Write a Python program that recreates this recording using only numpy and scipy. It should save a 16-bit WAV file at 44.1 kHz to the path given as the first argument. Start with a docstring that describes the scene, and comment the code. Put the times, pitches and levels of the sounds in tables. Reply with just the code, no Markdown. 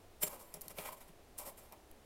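"""A steel spoon digs and scrapes at the frost inside a small freezer, close by.
Each stroke crushes a swarm of ice crystals, exciting the steel and the hollow compartment.
Flakes snap off with bright ticks. Twice the spoon bites through and the wall knocks hard;
softer blows sound duller. The spoon clinks on hard ice. A quiet room with a faint drone lies behind."""
import sys
import numpy as np
from scipy import signal
from scipy.fft import rfft, irfft, next_fast_len
from scipy.io import wavfile
from scipy.ndimage import map_coordinates

SR = 44100
rng = np.random.default_rng(int(sys.argv[2]) if len(sys.argv) > 2 else 0)


def pcm_store(signal):
    """Save signal as 16-bit PCM."""
    levels = np.round(np.clip(np.atleast_2d(signal), -1, 1) * 32767)
    wavfile.write(sys.argv[1], SR, levels.astype(np.int16).T)


N = 90404

# strokes: t/s, hold/s, base release/(s per 20 dB), hiss/dB, crunch/dB, hollow/dB, steel/dB
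FROST_STROKES = [ (.2195, .003, .02, -51, -68, -67, -42), (.2265, .008, .03, -39, -47, -50, -40),
                 (0.269, .015, 0.0008, -44, -54, -53, -51), (0.302, .042, 0.0616, -55, -63, -53, -60),
                 (.398, 0.0134, .06, -56, -68, -58, -65), (.45, .07, .06, -76, -78, -72, -69),
                 (0.543, 0.0221, .03, -60, -65, -60, -64), (0.623, 0.0456, .04, -65, -72, -68, -71),
                 (0.7, 0.0156, .025, -56.5, -63, -60, -61), (0.759, .018, .02, -62, -68, -70, -63),
                 (.786, .024, .1, -50.5, -54.5, -53, -57), (.854, .023, .06, -51, -53.5, -52, -60),
                 (0.888, 0.0154, 0.0686, -64, -65, -52, -68), (0.925, 0.0108, .03, -56, -62, -54, -56),
                 (0.971, 0.0049, .06, -67, -73, -69, -68), (1.009, 0.0059, .07, -60, -65, -65, -67),
                 (1.082, 0.0046, .03, -62, -68, -70, -69), (1.385, .004, .035, -47, -64, -61, -55),
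                 (1.397, 0.0143, .1, -53, -64, -55, -63), (1.46, 0.0322, .04, -53.5, -64.5, -54.5, -62),
                 (1.579, .012, 0.0527, -59, -68, -67, -69), (1.622, 0.0138, 0.1553, -67, -72, -71, -74),
                 (1.725, 0.0082, .035, -73, -69, -56, -74), ]
# spoon modes: f/Hz
SPOON_HZ = [5290, 7369, 8424, 9368, 10434, 11183, 11821, 12024, 12420, 13713, 15505]
# spoon modes: t60/s
SPOON_T60_S = [.04, .12, .15, .14, .08, .08, .06, .07, .07, .07, .07]


def scraping():
    """Crystals hiss and crunch under the edge, exciting the steel and the hollow compartment."""
    # crystal hiss: f/Hz, level/dB
    hiss_spectrum = [(1500, -50.5), (3500, -17), (5300, -7), (6400, -8.5), (7500, -4), (10000, -.5),
                     (11500, -1.5), (12400, 1), (13200, -2), (15800, -8)]
    # crunch: f/Hz, level/dB
    crunch_spectrum = [(300, -13), (900, -1), (1350, -1), (1700, 0), (2500, 0.5), (3300, -7), (4500, -17),
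                       (8000, -36.5)]
    # compartment: f/Hz, level/dB
    hollow_spectrum = [(100, -17), (200, -9.5), (330, -12), (460, -6), (570, 3), (740, -2), (950, -1.5),
                       (1150, -5), (1400, -19), (2500, -39)]
    hiss_db, crunch_db, hollow_db, steel_db = np.transpose(FROST_STROKES)[3:]
    grains = crystals()
    hiss = pressure(hiss_db, release_scale=.902) * coloured(grains, hiss_spectrum)
    crunch = pressure(crunch_db, release_scale=.985) * coloured(grains, crunch_spectrum)
    steel = pressure(steel_db, release_scale=1) * rubbed_steel()
    hollow = pressure(hollow_db, release_scale=1.346) * coloured(crystals(), hollow_spectrum)
    return hiss + crunch + steel + hollow


def crystals(breaks_per_s=2500, spread_db=3.5, powder_share=.55):
    """Random tiny fractures of uneven size over a smooth powdery rub."""
    breaks = rng.random(N) < breaks_per_s / SR
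    size = amp(spread_db * np.minimum(rng.exponential(size=N), 4))
    fractures = unit(breaks * size * rng.choice([-1, 1], N))
    return np.sqrt(1 - powder_share) * fractures + np.sqrt(powder_share) * rng.standard_normal(N)


def pressure(levels_db, release_scale, lead_s=.05):
    """Attack, hold and release of all strokes, summed in power."""
    t, power = np.arange(SR // 3) / SR - lead_s, np.zeros(N)
    for (start_s, hold_s, release_s, *_), db in zip(FROST_STROKES, levels_db):
        attack_s = .008 + .6 * hold_s  # per 20 dB; long strokes start more gently
        rise = np.maximum(-t, 0) / attack_s
        fall = np.maximum(t - hold_s, 0) / (release_s * release_scale)
        add(power, start_s - lead_s, amp(db - 20 * (rise + fall)) ** 2)
    return np.sqrt(power)


def rubbed_steel():
    """Breaking crystals drive the spoon's modes."""
    # excitation per mode: level/dB
    drive_db = [-16, -3, -1, -8, -2, -2, -3, 1, 1, -3, -7]
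    widths_hz = np.log(1000) / np.pi / np.array(SPOON_T60_S)
    return unit(filtered(crystals(), lambda f: sum(
        amp(db) * resonance(f, hz, width) for hz, db, width in zip(SPOON_HZ, drive_db, widths_hz))))


def judder(swings_per_s=110, depth_db=1.3):
    """Random gain: the edge catches and slips unevenly."""
    knots = rng.standard_normal(1024)
    return amp(depth_db * map_coordinates(knots, [np.arange(N) * swings_per_s / SR], mode="wrap"))


def snaps(pitched_share=.6):
    """Each flake breaks with a bright tick, coloured by its own pitch."""
    # flakes: t/s, level/dB, t60/s, f/Hz
    flakes = [(.2288, -26, .016, 12000), (.2325, -25, .016, 13660), (.2668, -40, 0.0196, 7960),
              (.2785, -40, 0.0205, 10640), (0.4267, -49, 0.0097, 9540), (.54, -37, .03, 10590),
              (0.5405, -47, .04, 5620), (0.6104, -38, 0.0151, 10860), (0.6165, -37, .022, 12240),
              (0.6817, -36, .014, 11500), (.682, -47, 0.0175, 4420), (.779, -45, .015, 13500),
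              (.7845, -40, .018, 11000), (1.3805, -41, 0.014, 8540), (1.3861, -38, 0.0222, 11000),
              (1.413, -43, 0.0085, 12000), (1.4744, -42, 0.0059, 11500), (1.7232, -47, .02, 12200),
              (1.7237, -56, .025, 5500), (1.9141, -41, .004, 11080)]
    # tick: f/Hz, level/dB
    tick_spectrum = [(500, -18), (3000, -14.5), (5000, -6), (9000, -0.5), (16000, 0)]
    out, t = np.zeros(N), np.arange(SR // 10) / SR
    for start_s, db, t60_s, hz in flakes:
        tick = coloured(rng.standard_normal(len(t)), tick_spectrum)
        pitched = unit(filtered(rng.standard_normal(len(t)), lambda f: resonance(f, hz, width_hz=420)))
        snap = np.sqrt(1 - pitched_share) * tick + np.sqrt(pitched_share) * pitched
        add(out, start_s, amp(db) * decay(t, t60_s) * snap)
    return out


def knocks(attack_s=.00085):
    """The wall answers a blow with its modes and a crack of packed frost; soft blows are duller."""
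    # frosted wall modes: f/Hz, level/dB, t60/s
    wall_modes = [(166, 1.5, .085), (205, -7, 0.104), (310, -5, .08), (412, -2, .14), (615.6, 0.5, .14),
                  (720, -2, .09), (932.4, -10, 0.108), (1422, -14.5, 0.0335), (1723.4, -8, 0.048),
                  (2123, -9, 0.052), (2291, -6, .07), (2500, -8, .08), (3440, -11, 0.049)]
    # blows: t/s, ring/dB, crack/dB, ring cutoff/Hz
    blows = [(.2312, -42, -37, 5000), (.278, -56, -54, 1500), (.543, -54, -60, 700), (.567, -54, -66, 500),
             (.662, -55, -68, 350), (.708, -57, -67, 350), (.7846, -46, -37, 6000),
             (1.091, -53, -63.5, 300), (1.724, -66, -58, 2000)]
    # packed frost: f/Hz, level/dB
    crack_spectrum = [(70, -28), (135, -3), (350, -5), (700, 1.5), (1100, -10), (2300, 0), (3400, -2),
                      (4300, -12), (9000, -22)]
    out, t = np.zeros(N), np.arange(SR // 6) / SR
    onset = 1 - np.exp(-t / attack_s)
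    for start_s, ring_db, crack_db, cutoff_hz in blows:
        modes = [(hz, db - 10 * np.log10(1 + (hz / cutoff_hz) ** 4), t60) for hz, db, t60 in wall_modes]
        crack = coloured(rng.standard_normal(len(t)), crack_spectrum) * decay(t, t60_s=.045)
        add(out, start_s, (amp(ring_db) * ring(modes, t) + amp(crack_db) * crack) * onset)
    return out


def clinks(attack_s=.0004):
    """The hand-damped spoon rings briefly."""
    # hits on hard ice: t/s, level/dB
    hits = [(.229, -39), (0.2324, -33), (.2668, -55)]
    # struck spoon modes: level/dB
    modes_db = [-24, -6, -5, -12, -3, -5, -3, -3, -12, 2, -5]
    out, t = np.zeros(N), np.arange(SR // 6) / SR
    onset = 1 - np.exp(-t / attack_s)
    for start_s, db in hits:
        add(out, start_s, amp(db) * ring(zip(SPOON_HZ, modes_db, SPOON_T60_S), t) * onset)
    return out


def close_walls(x, count=8, level_db=-9):
    """Reflections from the nearby walls comb the sound."""
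    delays_s = rng.uniform(.0008, .006, count)
    gains = rng.choice([-1, 1], count) / np.sqrt(count)
    return x + amp(level_db) * sum(g * np.pad(x, (round(d * SR), 0))[:N] for d, g in zip(delays_s, gains))


def echo(x, level_db=-16):
    """Short reverberation of the compartment."""
    t = np.arange(SR // 3) / SR
    tail = rng.standard_normal(len(t)) * decay(t, t60_s=.217) * (t > .002)
    return amp(level_db) * signal.fftconvolve(x, tail / np.linalg.norm(tail))[:N]


def room(noise_db=-60.9):
    """Steady room noise with a faint, unsteady machine drone."""
    # room noise: f/Hz, level/dB
    noise_spectrum = [(20, 0), (40, -9), (90, -9), (150, -17.5), (230, -15), (290, -14), (400, -11.5),
                      (520, -15), (720, -14), (1250, -24), (3000, -28), (6000, -32.5), (10000, -33),
                      (16000, -36.5)]
    # drone: f/Hz, level/dB
    drone_tones = [(27, -72), (65, -73.5), (237, -78.5)]
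    drone = np.zeros(N)
    for hz, db in drone_tones:
        band = filtered(rng.standard_normal(N), lambda f: resonance(f, hz, width_hz=6.3) ** 2)
        drone += amp(db) * unit(band)
    return amp(noise_db) * coloured(rng.standard_normal(N), noise_spectrum) + drone


def amp(db):
    """Decibels to gain."""
    return 10 ** (np.asarray(db) / 20)


def unit(x):
    """Scale to rms 1."""
    return x / np.sqrt(np.mean(x ** 2) + 1e-20)


def filtered(x, response):
    """Apply a frequency response."""
    size = next_fast_len(len(x) + 8192)
    return irfft(rfft(x, size) * response(np.fft.rfftfreq(size, 1 / SR)), size)[:len(x)]


def coloured(x, points):
    """Shape by (f/Hz, level/dB) points, at rms 1."""
    f, db = np.transpose(points)
    return unit(filtered(x, lambda hz: amp(np.interp(np.log(hz + 1), np.log(f + 1), db))))


def resonance(f, hz, width_hz):
    """Response of one resonance."""
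    return 1j * f * width_hz / (hz * hz - f * f + 1j * f * width_hz)


def decay(t, t60_s):
    """Fall of 60 dB in t60_s."""
    return np.exp(-np.log(1000) * t / t60_s)


def ring(modes, t):
    """Damped modes of alternating sign, struck a little differently each time."""
    return sum((-1) ** k * amp(db + rng.normal(0, 1)) * decay(t, t60_s) * np.sin(2 * np.pi * hz * t)
               for k, (hz, db, t60_s) in enumerate(modes))


def add(track, start_s, sound):
    """Mix a sound into the track."""
    part = track[round(start_s * SR):][:len(sound)]
    part += sound[:len(part)]


def scene():
    """Spoon and frost, their echo and the room."""
    spoon = close_walls(scraping() * judder()) + snaps() + clinks() + knocks()
    return (spoon + echo(spoon) + room())[None]


def record(dry):
    """Brick-wall low-pass."""
    top_hz = 15850
    return np.array([filtered(x, lambda hz: hz < top_hz) for x in dry])


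dry = scene()
out = record(dry)
pcm_store(out)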